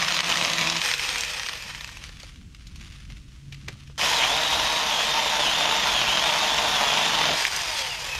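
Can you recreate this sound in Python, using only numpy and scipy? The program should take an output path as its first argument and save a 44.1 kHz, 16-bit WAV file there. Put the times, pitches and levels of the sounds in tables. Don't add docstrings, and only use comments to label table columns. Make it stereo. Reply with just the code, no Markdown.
import sys
import numpy as np
from scipy import signal
from scipy.fft import rfft, irfft, next_fast_len
from scipy.io import wavfile
from scipy.ndimage import map_coordinates

SR = 44100
rng = np.random.default_rng(int(sys.argv[2]) if len(sys.argv) > 2 else 0)


def log_audio(samples):
    frames = np.atleast_2d(samples).T
    limited = np.clip(frames, -1, 1)
    pcm = np.round(limited * 32767).astype(np.int16)
    wavfile.write(sys.argv[1], SR, pcm)


N = 361179

# trigger pulled, wood cut through and trigger released in seconds,
# base shaft speed in the wood in Hz, then base levels in dB of chain, bite, growl, whine and rasp.
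CUTS = [(-.5, .785, 1.03, 346, -29.5, -29.5, -46.3, -40, -46),
        (3.978, 7.331, 7.46, 316.1, -28.7, -27.3, -51, -32, -34.7)]
# time in seconds, speed lost in Hz, half-width in seconds.
BOGS = [(.13, 14, .09), (.7, 16, .1), (4.228, 104, .021), (4.275, 62, .045), (4.97, 50, .07),
        (5.29, 22, .045), (5.48, 73, .055), (5.68, 24, .05), (5.93, 20, .04), (6.055, 104, .065),
        (6.18, 30, .05), (6.53, 22, .035), (6.79, 25, .06), (6.9, 27, .11)]
# frequency in Hz, level in dB.
IMPACT_SPECTRUM = [(100, -33), (400, 0), (1000, -4.5), (2500, 2), (4000, 1), (6800, 2), (8000, 1.5),
                   (9500, -12.5), (13000, -8), (15700, -36)]
CUTTERS_PER_TURN = .5
JAM_AT_S = 4.232


def amp(db):
    return 10 ** (np.asarray(db) / 20)


def unit(x):
    return x / np.sqrt(np.mean(x ** 2) + 1e-20)


def clock():
    return np.arange(N) / SR


def since(s):
    return np.maximum(clock() - s, 0)


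def along(points, hz):
    knots, values = np.transpose(points)
    return np.interp(np.log(hz + 1), np.log(knots + 1), values)


def envelope(start, end, attack_s, release_s):
    return (1 - np.exp(-since(start) / attack_s)) * np.exp(-since(end) / release_s)


def swells(rows):
    return sum(height * np.exp(-np.abs(clock() - s) / width) for s, height, width in rows)


def hump(s, db, width_s):
    return amp(db) * np.exp(-((clock() - s) / width_s) ** 2)


def wobble(rate):
    return map_coordinates(rng.standard_normal(int(N * rate / SR) + 4), [np.arange(N) * rate / SR])


def grains(rate, spread_db):
    impacts = (rng.random(N) < rate / SR) * rng.standard_normal(N)
    return unit(impacts * amp(spread_db * rng.standard_normal(N)))


def strokes(turns, spread_db, decay):
    force = amp(spread_db * np.clip(rng.standard_normal(N), -2, 2))
    return unit(force[turns.astype(int)] * np.exp(-(turns % 1) / decay))


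def filtered(x, response):
    size = next_fast_len(N + SR // 4)
    return irfft(rfft(x, size) * response(np.fft.rfftfreq(size, 1 / SR)), size)[..., :N]


def coloured(x, gain_db, size=4096):
    cepstrum = irfft(np.log(amp(gain_db(np.fft.rfftfreq(size, 1 / SR))) + 1e-6))
    cepstrum[1:size // 2] *= 2
    cepstrum[size // 2 + 1:] = 0
    return signal.fftconvolve(x, irfft(np.exp(rfft(cepstrum))))[:len(x)]


def body(x, spectrum, modes=()):
    lift = lambda hz: sum(db / (1 + ((hz - centre) / width) ** 2) for centre, width, db in modes)
    return unit(coloured(x, lambda hz: along(spectrum, hz) + lift(hz)))


def add_hit(track, s, db, hz, t60, slope_db, rise_s=.00079, colour=IMPACT_SPECTRUM, size=4096):
    t = np.arange(size) / SR
    fade = amp(-60 * t / max(t60, .002)) * (1 - np.exp(-t / rise_s))
    gain_db = lambda f: along(colour, f) - slope_db * np.abs(np.log2((f + 50) / hz))
    hit = coloured(rng.standard_normal(size) * fade, gain_db)
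    hit *= amp(db - 3) * np.linalg.norm(fade) / np.linalg.norm(hit)
    start = max(round(s * SR), 0)
    track[start:start + size] += hit[:N - start]


def on_first():
    return clock() < CUTS[1][0]


def by_cut():
    return [np.where(on_first(), first, second) for first, second in zip(*CUTS)]


def strain_db():
    return 3 * np.tanh(swells(BOGS) / 55)


def drive():
    # time in seconds, gain in dB.
    swing = [(.95, 0.5), (1.2, 2.5), (1.85, 3), (2.4, 0.5), (7.5, -1), (7.78, 4.5), (8.0, 5.5), (8.19, 8.5)]
    # time in seconds, change in dB, half-width in seconds.
    lulls = [(.225, -10, 0.013), (.8, -5.5, 0.049), (.972, -6.5, 0.033), (7.495, -6.5, 0.014)]
    free_hz, friction_hz, sag_hz_per_s = 420, 200, 3.5
    spin_up_s, coast_s = .045, 1.3
    start, through, release, wood_hz, *_ = by_cut()
    load = envelope(start, through, attack_s=.028, release_s=.035)
    feed = envelope(start, through, attack_s=.14, release_s=.065)
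    drag = (free_hz - wood_hz + sag_hz_per_s * since(start)) * feed
    spin_up = 1 - np.exp(-since(start) / spin_up_s)
    coast = np.maximum((free_hz + friction_hz) * np.exp(-since(release) / coast_s) - friction_hz, 0)
    coast /= free_hz
    waver = 1 + .017 * load * wobble(25)
    speed = (free_hz - drag - swells(BOGS)) * spin_up * coast * waver
    switch_on = np.clip(since(start) / .0011, 0, 1)
    swing_db = np.interp(clock(), *np.transpose(swing))
    return speed, load, switch_on * coast ** 1.435 * amp(swing_db + swells(lulls))


def chain(turns, speed, load):
    # frequency in Hz, level in dB.
    steel_first = [(60, -28), (310, -12), (385, -16), (500, -10), (680, -10), (850, -3.5), (1600, -4),
                   (1900, -2), (2500, 0), (4300, -3), (5300, -2.5), (8300, -7.5), (9500, -18.5),
                   (12500, -20), (15700, -30)]
    steel_second = [(60, -43), (320, -15), (450, -10.5), (580, -9), (780, -4.5), (920, 0.5), (1300, -5),
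                    (2400, -5.5), (3300, 0), (4400, -6), (5000, -3.5), (7300, -5.5), (9800, -19.5),
                    (12500, -19), (15700, -35)]
    # centre in Hz, width in Hz, lift in dB.
    bar_in_wood = [(470, 30, 4), (1870, 90, 6), (2520, 90, 6), (3150, 130, 2.5), (5000, 170, 2.5),
                   (8400, 200, 3)]
    bar_free = [(490, 25, 8.5), (940, 62, 0), (1815, 91, 5), (2510, 110, 6.5), (3180, 80, 5),
                (5180, 200, 2), (8330, 290, 5)]
    bar_muted = [(903, 25, 3.5), (1000, 55, -1), (1900, 240, 5), (2500, 380, 5.5), (4800, 300, 5.5),
                 (8500, 400, 7)]
    links = strokes(turns * CUTTERS_PER_TURN + .15 * wobble(60) + 1, spread_db=1.44, decay=5.8)
    rattle = links * (grains(2500 + 22 * speed, spread_db=0) + 1.02 * rng.standard_normal(N))

    def steel(modes):
        return np.where(on_first(), body(rattle, steel_first, modes), body(rattle, steel_second, modes))

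    ringing = np.where(on_first(), 1, np.clip((215 - speed) / 30, 0, 1))
    in_air = ringing * steel(bar_free) + (1 - ringing) * steel(bar_muted)
    return load * steel(bar_in_wood) + (1 - load) * in_air


def chain_lash(peak_db=5, peak_s=.075):
    start, through, _, _, chain_db, *_ = by_cut()
    lash = sum(age * np.exp(1 - age) for age in (since(start) / peak_s, since(through) / peak_s))
    return amp(chain_db + peak_db * lash)


def cutting(turns, load, running):
    # frequency in Hz, level in dB.
    thin_wood = [(60, -24), (110, -11), (175, 2), (240, -6), (320, -6.5), (385, -18), (620, 1), (850, -5),
                 (1000, 4), (1250, 1.5), (1430, -5.5), (2500, 0.5), (3100, 0.5), (3900, 1), (4500, -8),
                 (7000, -6.5), (9500, -34), (15700, -36)]
    thick_wood = [(60, -35), (140, -14.5), (220, -8), (260, -14), (328, -10), (380, -22), (465, -8),
                  (525, -16), (600, -2.5), (800, -3.5), (910, -1), (1250, -6), (1800, -7), (3100, -3),
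                  (4400, -9.5), (6800, -13), (8500, -25.5), (12000, -33.5), (15700, -58)]
    struck_wood = [(100, -22), (300, -15), (380, -20), (460, -7), (520, -10), (590, 0), (760, 0), (830, -3),
                   (910, 2), (1050, -1), (1300, -9), (2000, -14), (4000, -30)]
    # centre in Hz, width in Hz, lift in dB.
    branch_modes = [(912, 26, 3.5)]
    # time in seconds, change in dB, half-width in seconds.
    digs = [(6.8, 7.5, 0.16), (7.2, 3, .04), (7.32, -3, 0.027)]
    kerf_db_per_s = 1.29
    start, through, *_, bite_db, growl_db, _, rasp_db = by_cut()
    cutters = turns * CUTTERS_PER_TURN + .024 * wobble(70) + 1
    chatter = strokes(cutters, spread_db=3, decay=.6) * amp(1.7 * wobble(36.7))
    chatter *= grains(12000, spread_db=.4)
    grind = strokes(cutters, spread_db=2, decay=1.2) * grains(14000, spread_db=.4)
    fibres = np.where(on_first(), body(chatter, thin_wood), body(grind, thick_wood, branch_modes))
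    bite = amp(bite_db + kerf_db_per_s * since(start)) * fibres
    tug = np.sin(2 * np.pi * cutters) + .46 * np.sin(4 * np.pi * cutters)
    loose_db = swells([(through, 12, .3)])
    growl = load * amp(growl_db + loose_db + strain_db() + 2.5 * wobble(30)) * tug
    force = load * amp(2 * rng.standard_normal(N) + 1.5 * wobble(14))
    blows = np.diff(np.floor(cutters), prepend=1) * force
    rasp = amp(rasp_db + swells(digs)) * body(blows, struck_wood, branch_modes)
    rasp *= np.sqrt(np.mean(load ** 2))
    return running * load * (growl + rasp + bite)


def gear_whine(turns, speed, load):
    # multiple of the shaft speed, level in dB.
    gear_tones = [(10, -9), (11, -10), (12, 0), (15, -6), (24, -3)]
    # frequency in Hz, gain in dB.
    gearcase = [(1500, -16), (2100, -8), (2400, -1), (3000, -.5), (3700, 0), (4100, -4), (4550, -9),
                (5050, -3), (5600, -9), (7200, -9), (8500, -22)]
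    # time in seconds, change in dB, half-width in seconds.
    flares = [(4.16, 3, .03), (4.21, -3, .02), (4.36, 1.5, .04), (4.52, 1.5, .1), (4.96, 2.5, .04),
              (5.22, 1.5, .05), (5.47, 6, .045), (5.95, 4, .03), (6.055, -1.5, .02), (6.15, 3.5, .05),
              (6.51, 2.5, .03), (6.68, 2, .025), (7.18, 1, .1)]
    jolt = .35 + load * np.clip((speed - 205) / 140, .25, .72) + 1.6 * hump(JAM_AT_S, db=0, width_s=.04)
    angle = 2 * np.pi * turns + jolt * (.14 * wobble(105) + .045 * wobble(650))
    teeth = sum(amp(db + along(gearcase, k * speed)) * np.sin(k * angle) for k, db in gear_tones)
    whine = np.sqrt(2) * unit(amp(3 * wobble(300))) * teeth
    *_, whine_db, _ = by_cut()
    idle_db = -6.5 * (1 - load)
    flare_db = strain_db() + swells(flares) + 1.6 * wobble(22)
    pulse = 1 + .5 * load * np.sin(2 * np.pi * turns)
    return amp(whine_db + idle_db + flare_db) * pulse * whine


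def shaft_hum(turns, speed, load):
    # multiple of the shaft speed, level in dB.
    orders = [(2, -13.5), (3, -13), (4, -26), (6, -15)]
    # frequency in Hz, gain in dB.
    housing = [(300, -38), (420, -17), (520, 2), (620, 1.5), (720, 1.5), (850, 3.5), (1100, -3),
               (2500, -16)]
    shake = .4 + .6 * load
    hum = np.zeros(N)
    for k, db in orders:
        gain = amp(db + along(housing, k * speed) + 5 * shake * wobble(60))
        hum += gain * np.sin(2 * np.pi * k * turns + shake ** 2 * wobble(70))
    level_db = np.where(on_first(), -40, -33) + 1.5 * (1 - load)
    return amp(level_db) * np.minimum(speed / 200, 1) * hum


def far_road():
    # frequency in Hz, level in dB.
    rumble = [(12, -34), (25, -9.5), (48, 1), (100, -8), (165, -11), (230, -18), (300, -21.5), (420, -36),
              (900, -55), (2000, -93)]
    # frequency in Hz, level in dB.
    engine_tones = [(48, -66), (140, -58)]
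    # time in seconds, rise in dB, half-width in seconds.
    passes = [(2.3, 6, 0.64), (2.85, 4, 0.2), (3.7, 7, 0.61), (5.8, 4, 0.34), (7.6, 3, 1)]
    engine_swells = [(3.6, 15.5, 0.4), (8.19, 9, 0.17)]
    noise_pair = lambda spectrum: np.array([body(rng.standard_normal(N), spectrum) for _ in range(2)])
    mid, side = noise_pair(rumble)
    road = amp(-51 + swells(passes) + 1.9 * wobble(7)) * (mid + amp(-35) * np.array([side, -side]))
    drone = sum(amp(db + 4.5 * wobble(6.3)) * np.sin(2 * np.pi * hz * clock() + wobble(5.8))
                for hz, db in engine_tones)
    air = amp(-57) * noise_pair([(100, 9), (700, -10), (3000, -3), (7000, -7), (15000, -27)])
    return road + amp(swells(engine_swells)) * drone + air


def chain_knocks():
    # start in seconds, level in dB, centre in Hz.
    clacks = [(0.017, -11, 2530), (0.025, -6, 3070), (0.082, -7.5, 3140), (0.085, -9, 3400),
              (.123, -6.5, 3000), (.144, -8, 2800), (.166, -6, 3000), (0.19, -6, 2600), (.201, -10.5, 2970),
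              (.205, -6, 3000), (.243, -10, 3000), (.3, -8.5, 3130), (.318, -9.5, 3040), (.324, -6.5, 3000),
              (.357, -10, 2100), (.372, -7, 3500), (.449, -5, 2200), (0.499, -8, 3000), (.534, -6, 4000),
              (.583, -6, 3060), (.611, -8.5, 3690), (.672, -5.5, 2600), (0.699, -5, 3890),
              (.726, -14, 2200), (0.765, -8, 3060), (0.769, -11, 3000), (.816, -8, 2430), (.859, -8, 2330),
              (0.888, -10, 2800), (.914, -7.5, 2500), (0.938, -4, 2490), (0.995, -9, 1700),
              (1.091, -9, 2300), (1.158, -10.5, 1800), (1.235, -12.5, 2600), (1.396, -11.5, 2490),
              (1.404, -26, 2400), (1.433, -15, 2620), (1.463, -14, 2000), (1.487, -13, 2310),
              (1.493, -15, 2400), (1.536, -17.5, 1860), (1.582, -27, 2200), (1.701, -22.5, 2080),
              (1.708, -21, 2100), (1.748, -17.5, 1990), (1.809, -18.5, 2020), (1.845, -18.5, 2060),
              (1.891, -24, 1800)]
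    pings = [(1.183, -12, 6000), (1.208, -7.5, 6000), (1.249, -15, 6200), (7.563, -9, 7000),
             (7.618, -12, 5500)]
    # frequency in Hz, level in dB.
    steel_on_steel = [(100, -38), (500, -21), (950, 6), (1400, 0.5), (1900, 4), (2500, 3.5), (4000, 3.5),
                      (6800, 2), (7900, -13), (9500, -17), (13000, -25), (15700, -24)]
    track = np.zeros(N)
    for s, db, hz in clacks:
        add_hit(track, s, db, hz, t60=.009, slope_db=5, rise_s=.00025, colour=steel_on_steel)
    for s, db, hz in pings:
        add_hit(track, s, db, hz, t60=.009, slope_db=10, rise_s=.00025)
    return track


def chain_slaps(count=64, per_s=20):
    track = np.zeros(N)
    times = np.cumsum(rng.uniform(.3, 1.7, count)) / per_s
    for s, (force, pitch) in zip(times, rng.standard_normal((count, 2))):
        over_chain_db = 8.5 + 4.5 * force
        hz = 2600 * 2 ** (.22 * pitch)
        add_hit(track, min(s, CUTS[1][0]), over_chain_db, hz, t60=.018, slope_db=3, rise_s=.00029)
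    return track * on_first()


def twigs():
    # frequency in Hz, level in dB.
    twig_spectrum = [(300, -23), (900, -13), (1200, -4.5), (1650, -5.5), (2800, -1.5), (4200, -5.5),
                     (7000, -9.5), (9500, -16.5), (12000, -27), (15700, -38)]
    # time in seconds, change in dB, half-width in seconds.
    sweeps = [(2.04, 15, .041), (2.23, 19, 0.26), (2.47, -12, 0.064), (2.85, 16.5, 0.23), (3.12, 7.5, 0.11),
              (3.36, 7, 0.026), (3.6, 5, 0.028), (3.74, 14, 0.2)]
    scratch = grains(1200, spread_db=3) + .7 * rng.standard_normal(N) + .55 * grains(110, spread_db=2)
    clumps = amp(2.2 * wobble(55))
    return amp(-66 + swells(sweeps)) * body(scratch * clumps, twig_spectrum)


def wood_knocks():
    # start in seconds, level in dB, centre in Hz.
    cracks = [(4.013, -9, 2600), (4.237, -7, 2480), (7.239, -8, 1100), (7.451, -2.5, 2200),
              (7.466, -11, 3700)]
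    # start in seconds, level in dB, centre in Hz, seconds to fall 60 dB.
    thuds = [(2.091, -31, 900, 0.023), (2.2, -47, 800, .04), (2.232, -36.5, 650, .04),
             (3.1, -43, 900, 0.036), (3.679, -30, 644, 0.021), (3.683, -33.5, 380, 0.087),
             (3.755, -46, 600, 0.025), (3.897, -39.5, 600, .03)]
    snaps = [(2.091, -29, 2930, 0.015), (2.197, -33, 3000, 0.065), (2.231, -21, 4000, 0.0097),
             (2.358, -34, 3500, .015), (2.547, -28.5, 2870, 0.015), (2.608, -40, 1830, .015),
             (2.668, -35, 4560, 0.043), (2.756, -39, 5800, .07), (2.795, -43, 2730, .04),
             (2.81, -36, 2300, 0.045), (2.837, -42, 2430, .03), (2.865, -41, 2800, .02),
             (2.921, -36, 2860, 0.037), (3.05, -37, 2820, .015), (3.1, -37, 2650, 0.041),
             (3.168, -39, 2800, 0.025), (3.523, -30.5, 2640, 0.055), (3.544, -32, 3100, .03),
             (3.682, -18.5, 1940, 0.028), (3.722, -34, 2600, 0.013), (3.873, -39, 2760, 0.043)]
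    track = np.zeros(N)
    for s, db, hz in cracks:
        add_hit(track, s, db, hz, t60=.015, slope_db=16.5, rise_s=.00066)
    for s, db, hz, t60 in thuds:
        add_hit(track, s, db, hz, t60, slope_db=6.5)
    for s, db, hz, t60 in snaps:
        add_hit(track, s, db, hz, t60, slope_db=6.5, rise_s=.001)
    return track


def ripping(turns):
    # frequency in Hz, level in dB.
    crunch_spectrum = [(300, -27), (1000, -6), (1900, -6), (2350, 1), (2700, -4), (3300, -5), (4500, -16),
                       (15000, -50)]
    tear_spectrum = [(100, -16), (160, -6), (330, -1), (500, -3), (660, 5), (900, -7), (1500, -22),
                     (4000, -42)]
    rips = strokes(turns * CUTTERS_PER_TURN + 1, spread_db=3, decay=.6) * grains(9000, spread_db=2)
    crunch = hump(JAM_AT_S, db=-23.5, width_s=.032) * body(rips, crunch_spectrum)
    tear = hump(7.315, db=-31, width_s=.035) * body(rips, tear_spectrum)
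    return crunch + tear


def fall_and_lowering():
    # frequency in Hz, level in dB.
    swish_spectrum = [(600, -17), (1800, -6), (4000, 0), (5800, -5), (7500, -2), (9500, -21), (15000, -30)]
    sing_spectrum = [(1500, -38), (2250, -11), (2520, -2), (2650, -5), (2950, -18), (4500, -34)]
    bump_spectrum = [(20, -15), (60, 3), (110, -7), (200, -22), (500, -60)]
    sweep, rub, push = rng.standard_normal((3, N))
    swish = hump(7.79, db=-27.5, width_s=.036) * body(sweep + grains(2000, spread_db=2), swish_spectrum)
    sing = hump(8.14, db=-36, width_s=.086) * body(rub, sing_spectrum)
    bump = hump(8.18, db=-39, width_s=.035) * body(push, bump_spectrum)
    return swish + sing + bump


def brush_echo(x, size=4096):
    # frequency in Hz, seconds to fall 60 dB.
    decay_times = [(200, 0.11), (2000, 0.2), (10000, 0.035)]
    starts = range(0, N, size)
    hz, t, noise = signal.stft(rng.standard_normal((len(starts), 2, 2 * size)), SR, nperseg=256)
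    tails = signal.istft(noise * amp(-60 * t / along(decay_times, hz)[:, None]), SR, nperseg=256)[1]
    answer = np.zeros((2, N + 4 * size))
    for start, tail in zip(starts, tails):
        echo = signal.fftconvolve(x[None, start:start + size], tail / np.linalg.norm(tail[0]), axes=1)
        answer[:, start:start + echo.shape[1]] += echo
    return filtered(answer[:, :N], lambda f: amp(along([(300, -4), (2000, -1), (5000, 2), (9000, 7)], f)))


def microphone(x):
    # frequency in Hz, left over right in dB.
    balance = [(200, .4), (380, -2.5), (700, -.5), (1290, -2.5), (2400, .3), (7500, 1), (9000, -7),
               (12000, -3), (15000, -2)]
    # frequency in Hz, lead of the left in radians.
    lead = [(50, 0), (400, -.25), (600, .1), (900, -.55), (1200, -.2), (2600, -.7), (6000, -1.2),
            (7000, -2), (7900, -3.1), (9000, -1.6), (12000, -.8), (15000, -2.6)]
    sides = np.array([[.5], [-.5]])
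    return filtered(x, lambda hz: amp(sides * along(balance, hz)) * np.exp(1j * sides * along(lead, hz)))


def scene():
    speed, load, running = drive()
    turns = np.cumsum(speed) / SR
    rattle = running * chain_lash() * (chain(turns, speed, load) + chain_slaps())
    sawing = cutting(turns, load, running) + ripping(turns) + fall_and_lowering()
    motor = running * (gear_whine(turns, speed, load) + shaft_hum(turns, speed, load))
    near = rattle + sawing + motor + chain_knocks() + wood_knocks() + twigs()
    return microphone(near) + amp(-12) * brush_echo(near) + far_road()


def record(dry, top_hz=15700):
    return filtered(dry, lambda hz: hz < top_hz)


dry = scene()
out = record(dry)
log_audio(out)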